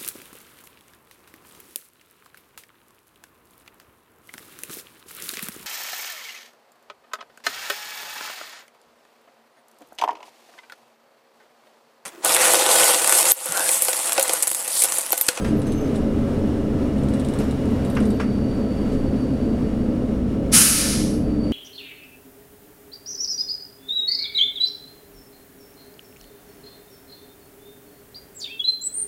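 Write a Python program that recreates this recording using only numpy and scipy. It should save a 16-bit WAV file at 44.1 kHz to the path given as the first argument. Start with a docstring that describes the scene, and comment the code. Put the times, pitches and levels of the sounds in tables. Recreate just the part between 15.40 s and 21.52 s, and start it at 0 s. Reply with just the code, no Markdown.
"""The drone inside a braking diesel railcar: wheel and drive tones sink with the speed through cab resonances,
over filtered-noise rolling and the thuds of an idling engine. Brakes squeal as wavering sines and a disc whines.
Compressed air rushes from a valve as coloured noise, with a low thump; a lever clacks and a loose fitting
ticks as shaped noise bursts. A gain control ducks the whole mix when it gets loud, then recovers steadily."""
import sys
import numpy as np
from scipy import signal
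from scipy.fft import rfft, irfft, next_fast_len
from scipy.io import wavfile
from scipy.ndimage import uniform_filter1d, map_coordinates

SR = 44100
rng = np.random.default_rng(int(sys.argv[2]) if len(sys.argv) > 2 else 0)


def generate_wav(signal):
    """Clip the signal to [-1, 1] and save it as 16-bit WAV at the path in sys.argv[1]."""
    frames = np.transpose(np.atleast_2d(signal))
    scaled = np.clip(frames, -1, 1) * 32767
    pcm = np.round(scaled).astype(np.int16)
    wavfile.write(sys.argv[1], SR, pcm)


N = 269936

HUM_HZ, SAG_HZ_PER_S = 75.18, 3.37  # drive hum at the start, and its fall under steady braking


def amp(db):
    """Gain of a level in dB."""
    return 10 ** (np.asarray(db) / 20)


def unit(x):
    """x at rms 1."""
    return x / np.sqrt(np.mean(x ** 2) + 1e-20)


def clock():
    """The time of each sample, in seconds."""
    return np.arange(N) / SR


def wobble(rate_hz):
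    """A smooth random curve through rate_hz normal random knots a second."""
    knots = rng.standard_normal(int(N * rate_hz / SR) + 4)
    return map_coordinates(knots, [np.arange(N) * rate_hz / SR])


def filtered(x, response):
    """x with its spectrum multiplied by a response of frequency."""
    m = next_fast_len(N + SR // 2)
    return irfft(rfft(x, m) * response(np.fft.rfftfreq(m, 1 / SR)), m)[:N]


def colour(points):
    """The response through (pitch_hz, level_db) points on a log frequency axis."""
    f, db = np.transpose(points)
    return lambda hz: amp(np.interp(np.log(hz + 1), np.log(f), db))


def peaks(modes, hz):
    """Power response of (centre_hz, width_hz, level_db) resonances with steep skirts."""
    return sum(amp(db) ** 2 / (1 + ((hz - centre) / width) ** 2 * 2) ** 2 for centre, width, db in modes)


def noise(points):
    """Fresh coloured noise of rms 1."""
    return unit(filtered(rng.standard_normal(N), colour(points)))


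def phase(hz):
    """Running angle of a changing frequency, in radians."""
    return 2 * np.pi * np.cumsum(hz) / SR


def strike(start_s, attack_s, t60_s):
    """Envelope of a contact: an exponential rise under a decay of 60 dB per t60_s."""
    t = np.maximum(clock() - start_s, 0)
    return (1 - np.exp(-t / attack_s)) * amp(-60 * t / t60_s)


def envelope(start_s, rise_s, hold_s, fall_s):
    """Straight rise to 1, hold and straight fall to 0."""
    t = clock() - start_s
    return np.clip(np.minimum(t / rise_s, 1 - (t - rise_s - hold_s) / fall_s), 0, 1)


def hum_hz():
    """Pitch of the drive hum, in step with the road speed."""
    return HUM_HZ - SAG_HZ_PER_S * clock()


def drone(drive_db=-1, split_hz=800):
    """Drive tones, rolling and engine share one cab body; rolling and engine ease off with the speed."""
    # resonances of the cab: centre_hz, width_hz, level_db
    cab_modes = [(20, 7.8, 2), (68, 21, -4), (94.4, 16, -4.5), (137, 14, 0), (211.9, 13, -0.5),
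                 (209.2, 22.5, 0.5), (241, 56, -1.5), (266.6, 30, -4), (296.3, 19.2, 0.5), (372, 14, -12),
                 (397, 22, -7), (434, 22.2, -4.5), (492, 28, -11.5), (507, 16.3, -7.5), (550, 19.2, -6.5),
                 (1315, 28, -27), (2870, 36, -33), (5470, 200, -46), (9140, 350, -51.5)]
    # broad sound through floor and windows: pitch_hz, level_db (per Hz)
    shell_points = [(15, -13), (32, -19), (46, -4), (110, -6.5), (175, -11.5), (320, -7), (460, -18.5),
                    (620, -14), (820, -26), (1500, -33.5), (3000, -41.5), (6000, -49.5), (10000, -53),
                    (12000, -58), (16000, -62)]
    # brief swells of the rail hiss: loudest_s, half_length_s, level_db
    hiss_swells = [(2.09, 0.39, 2.5), (3.48, 0.033, 2)]

    grid = np.geomspace(5, SR / 2, num=4000)
    gain = np.sqrt(peaks(cab_modes, grid) + colour(shell_points)(grid) ** 2)
    body = lambda hz: np.interp(hz, grid, gain)
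    low = lambda hz: 1 / (1 + (hz / split_hz) ** 8)  # power share of the roar; the hiss has the rest

    roar = unit(filtered(rng.standard_normal(N), lambda hz: body(hz) * np.sqrt(low(hz))))
    hiss = unit(filtered(rng.standard_normal(N), lambda hz: body(hz) * np.sqrt(1 - low(hz))))
    engine = amp(-8.5) * unit(filtered(diesel(), body))

    # the powers set how strongly each amplitude follows the speed
    speed = hum_hz() / HUM_HZ  # 1 at the start
    rumble_db, rumble_power = -22, 1
    hiss_db, hiss_power = -38.5, 2.07
    rumble = amp(rumble_db) * speed ** rumble_power * (roar * amp(0.57 * wobble(8)) + engine)
    swell_db = sum(db * np.exp2(-((clock() - s) / half) ** 2) for s, half, db in hiss_swells)
    rails = amp(hiss_db + swell_db + 0.6 * wobble(14)) * speed ** hiss_power * hiss
    return rumble + rails + amp(drive_db) * drive(body)


def drive(body, waver_db=2, growth_db_per_s=0.82):
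    """Wheel and drive tones sink with the speed, each swelling as it crosses a cab resonance."""
    # tones before the cab shapes them: multiple (of the drive hum), level_db (relative)
    tone_rows = [(1, -32.5), (1.835, -35), (2.015, -38), (2.42, -37), (2.97, -31.5), (3.19, -31),
                 (3.66, -32), (4.08, -33), (4.245, -31.5), (5.41, -32.5), (6.07, -37)]
    hz = hum_hz()
    angle = phase(hz * (1 + 0.0019 * wobble(5.95)))
    tones = 0
    for multiple, db in tone_rows:
        level = amp(db + waver_db * wobble(3.04)) * body(multiple * hz)
        tones = tones + level * np.sin(multiple * angle + rng.uniform(0, 2 * np.pi))
    return amp(growth_db_per_s * clock()) * tones  # the tones grow as the braking goes on


def diesel(firing_hz=30.52):
    """One thud per firing of the idling engine, uneven in size."""
    turns = phase(firing_hz * (1 + .009 * wobble(4))) / (2 * np.pi)
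    firings = np.diff(np.floor(turns), prepend=0) * (1 + .5 * rng.standard_normal(N))
    t = clock()[:SR // 3]
    frame = rng.standard_normal(len(t)) * amp(-60 * t / 0.43)  # the underframe smears each thud
    thuds = signal.fftconvolve(firings, frame)[:N]
    engine_colour = [(10, -33), (60, -14), (92, 4), (200, -5), (380, -9), (430, 0), (550, -11.0),
                     (620, -11.5), (1500, -27), (4000, -47)]  # pitch_hz, level_db
    return unit(filtered(thuds, colour(engine_colour)))


def air(whistle_hz=10800, whistle_width_hz=800):
    """The valve snaps open; as the pressure drains, the jet dulls and ends in a thin whistle."""
    # sharp jet: pitch_hz, level_db (per Hz)
    jet_colour = [(300, -5), (700, -11), (1050, -21), (1300, -5), (2100, -14.5), (2800, -3.5),
                  (3500, -17.5), (4200, -18), (6800, 1), (7900, -3), (9000, 4.5), (10200, 4.5), (12000, -4),
                  (15500, -15), (17000, -40)]
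    # duller rush in the pipe: pitch_hz, level_db (per Hz)
    pipe_colour = [(400, -27), (900, -8), (1250, -7), (2500, -2), (3500, -3.5), (4400, 2), (5500, 4.5),
                   (7700, -3.5), (10500, -0.5), (15600, -38)]
    # pipe resonances: centre_hz, width_hz, level_db
    pipe_modes = [(1286, 35, 10), (1600, 70, -4), (1740, 37, 5.5), (3060, 43, 2.5)]

    t = clock()[:SR // 4]
    walls = rng.standard_normal(len(t)) * amp(-60 * t / .3)
    walls = .5 * walls / np.linalg.norm(walls) + (t == 0)  # the cab walls comb the hiss finely

    def ring(x):
        """Reflections from the walls, then the pipe resonances on top."""
        reflected = signal.fftconvolve(x, walls)[:N]
        return unit(filtered(reflected, lambda hz: np.sqrt(1 + peaks(pipe_modes, hz))))

    whistle_mode = [(whistle_hz, whistle_width_hz, 0)]
    whistle = unit(filtered(rng.standard_normal(N), lambda hz: np.sqrt(peaks(whistle_mode, hz))))

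    # the higher the power of flow, the sooner a layer fades
    flow = air_flow()
    jet = amp(-7.5) * flow ** 5 * ring(noise(jet_colour))
    pipe = amp(-13.5) * flow ** 2.63 * ring(noise(pipe_colour))
    nozzle = amp(-33) * flow ** 1.57 * whistle
    return (jet + pipe + nozzle) * amp(0.26 * wobble(70))


def air_flow(open_s=5.112, attack_s=0.015, hold_s=0.11, drain_s=0.71):
    """Flow through the brake valve, 0 to 1: it snaps open, holds and falls steadily as the line empties."""
    t = np.maximum(clock() - open_s, 0)
    return (1 - np.exp(-t / attack_s)) * np.clip(1 - (t - hold_s) / drain_s, 0, 1)


def thump(start_s=5.135, t60_s=0.71):
    """The opening valve kicks its pipe and the desk into a low noise burst."""
    kick = amp(-17) * strike(start_s, .008, t60_s)
    # pitch_hz, level_db
    return kick * noise([(70, -30), (130, -5), (170, 1), (230, 4), (450, -26), (900, -57.0), (2000, -72)])


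def brakes(judder_hz=1601, judder_db=-1, rise_s=.015, fall_s=0.029):
    """The brakes sing in thin wavering tones, after a short rough screech and a falling chirp."""
    # squeals: start_s, end_s, pitch_hz, level_db (relative)
    squeal_rows = [(.25, 0.503, 6280, -50.5), (0.254, 0.501, 12630, -60), (1.68, 2.19, 12590, -66),
                   (1.988, 2.07, 12570, -57), (2.295, 2.39, 12570, -63), (2.45, 2.628, 12560, -56),
                   (2.655, 2.79, 12560, -56)]
    # rough screech: multiple (of judder_hz), level_db (relative)
    screech_rows = [(1, -45), (2, -50), (3, -49), (4, -48), (5, -49), (6, -43.5), (7, -52), (8, -61),
                    (9, -65)]
    # slide into the first squeal: start_s, end_s, start_hz, end_hz, level_db (relative)
    chirp_row = (.158, .24, 13850, 8000, -49.5)

    t = clock()
    waver_hz = 28 * wobble(240)

    def sing(start, end, hz, db):
        """A squeal catches quickly and lets go more slowly."""
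        gate = np.clip(np.minimum((t - start) / rise_s, (end - t) / fall_s), 0, 1)
        return amp(db) * gate * np.sin(phase(hz + waver_hz))

    start, end, from_hz, to_hz, chirp_db = chirp_row
    chirp = sing(start, end, np.interp(t, [start, end], [from_hz, to_hz]), chirp_db)
    squeal = chirp + sum(sing(*row) for row in squeal_rows)

    angle = phase(judder_hz * (1 + .008 * wobble(500)))
    # each overtone breaks up on its own
    screech = sum(amp(db) * flutter() * np.sin(k * angle) for k, db in screech_rows)
    fade = np.clip((.135 - t) / .06, 0, 1)
    return flutter() * (squeal + amp(judder_db) * fade * screech)


def flutter():
    """The quick beading of a squeal as the pad grips and slips, as a random gain of rms 1."""
    return unit(amp(2.8 * wobble(130) + 1.2 * wobble(25)))


def disc(disc_hz=4584, octave_db=-17, pulsing_db=0.5):
    """The pad rubs a disc mode into a fluttering, pulsing whine with a weak octave."""
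    # whines: start_s, rise_s, hold_s, fall_s, level_db
    whine_rows = [(2.05, .8, 0.57, 1.6, -55), (5.7, .4, .2, .3, -49.5)]
    angle = phase(disc_hz + 8 * wobble(20) + 30 * wobble(260))
    tone = unit(np.sin(angle) + amp(octave_db) * np.sin(2 * angle))
    rub = sum(amp(db) * envelope(start, rise, hold, fall) for start, rise, hold, fall, db in whine_rows)
    return rub * unit(amp(pulsing_db * wobble(28))) * flutter() * tone


def lever(snap_db=4, snap_t60_s=0.012, detent_s=0.0054):
    """Dull brake-lever clacks snap into a notch, with a short desk ring and varying bright scraping."""
    # clacks: start_s, level_db (relative), t60_s, scrape_db (relative to the knock)
    clack_rows = [(0.044, -35, 0.21, -6), (.543, -56, 0.22, 7), (1.995, -42.5, 0.35, -3.5),
                  (2.565, -28.5, 0.17, -27), (2.622, -47, 0.23, -1), (2.797, -28.5, 0.17, -14.5),
                  (3.517, -52.5, .3, 3.5)]
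    # dull knock: pitch_hz, level_db (per Hz)
    knock_colour = [(470, -36), (800, -7), (1220, -2.5), (1400, -2.5), (2780, -11), (4080, -32),
                    (5480, -19), (6310, -30), (9000, -41), (11700, -61), (19800, -120)]
    # bright scrape: pitch_hz, level_db
    scrape_colour = [(2000, -3), (3500, 5.5), (6000, 0.5), (10000, -1.5), (15000, -21)]

    knock, scrape = noise(knock_colour), noise(scrape_colour)
    clacks = 0
    for start, db, t60, scrape_db in clack_rows:
        contact = strike(start, .0015, t60) + .2 * strike(start, .01, 2 * t60)
        # the snap into the notch comes detent_s after first contact
        snap = amp(snap_db) * strike(start + detent_s, 0.00061, snap_t60_s)
        clacks = clacks + amp(db) * (contact * (knock + amp(scrape_db) * scrape) + snap * knock)
    return clacks


def fitting(tick_db=-2, echo_db=-7.5, period_s=.0512):
    """A loose fitting rattles at its own pace: sharp little ticks, each with a brief answer from the cab."""
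    # bouts of rattling: start_s, count (ticks), first_db, last_db (relative)
    rattle_rows = [(.218, 3, -35, -31.5), (0.5583, 1, -32.5, -31), (1.583, 4, -42.5, -31),
                   (1.797, 2, -33.5, -33), (1.886, 3, -33.5, -31.5), (2.1106, 1, -34, -33),
                   (2.255, 2, -41, -44), (2.449, 6, -34.5, -34)]
    # tick colour: pitch_hz, level_db
    tick_points = [(1500, -8), (3400, -1), (3900, 5.5), (4400, -4.5), (6800, -7.5), (7900, 1), (10000, 1.5),
                   (11000, -20), (13000, -21), (15000, -23)]
    blows = 0
    for start, count, first_db, last_db in rattle_rows:
        for k, db in enumerate(np.linspace(first_db, last_db, round(count))):
            s = start + k * period_s
            blows = blows + amp(db) * (strike(s, .0002, .012) + amp(echo_db) * strike(s, .003, .11))
    return amp(tick_db) * blows * noise(tick_points)


def scene():
    """Everything heard at the driver's desk."""
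    return (drone() + air() + thump() + brakes() + disc() + lever() + fitting())[None]


def record(dry, threshold_db=-14.0, attack_s=0.043, release_db_per_s=28, top_hz=15780):
    """Gain control ducks after a moment and recovers steadily; peaks round off; then the band limit."""
    power = np.abs(uniform_filter1d(dry[0] ** 2, size=2048))
    over_db = np.maximum(10 * np.log10(power + 1e-12) - threshold_db, 0)
    recovery = release_db_per_s * clock()
    wanted_db = np.maximum.accumulate(over_db + recovery) - recovery  # jumps up, falls at the release rate
    lag = np.exp(-1 / (attack_s * SR))
    duck_db = signal.lfilter([1 - lag], [1, -lag], wanted_db)
    held = dry[0] * amp(-duck_db)
    rounded = held / (1 + np.abs(held / .92) ** 8) ** (1 / 8)
    return filtered(rounded, lambda hz: hz < top_hz)[None]


dry = scene()
out = record(dry)
generate_wav(out)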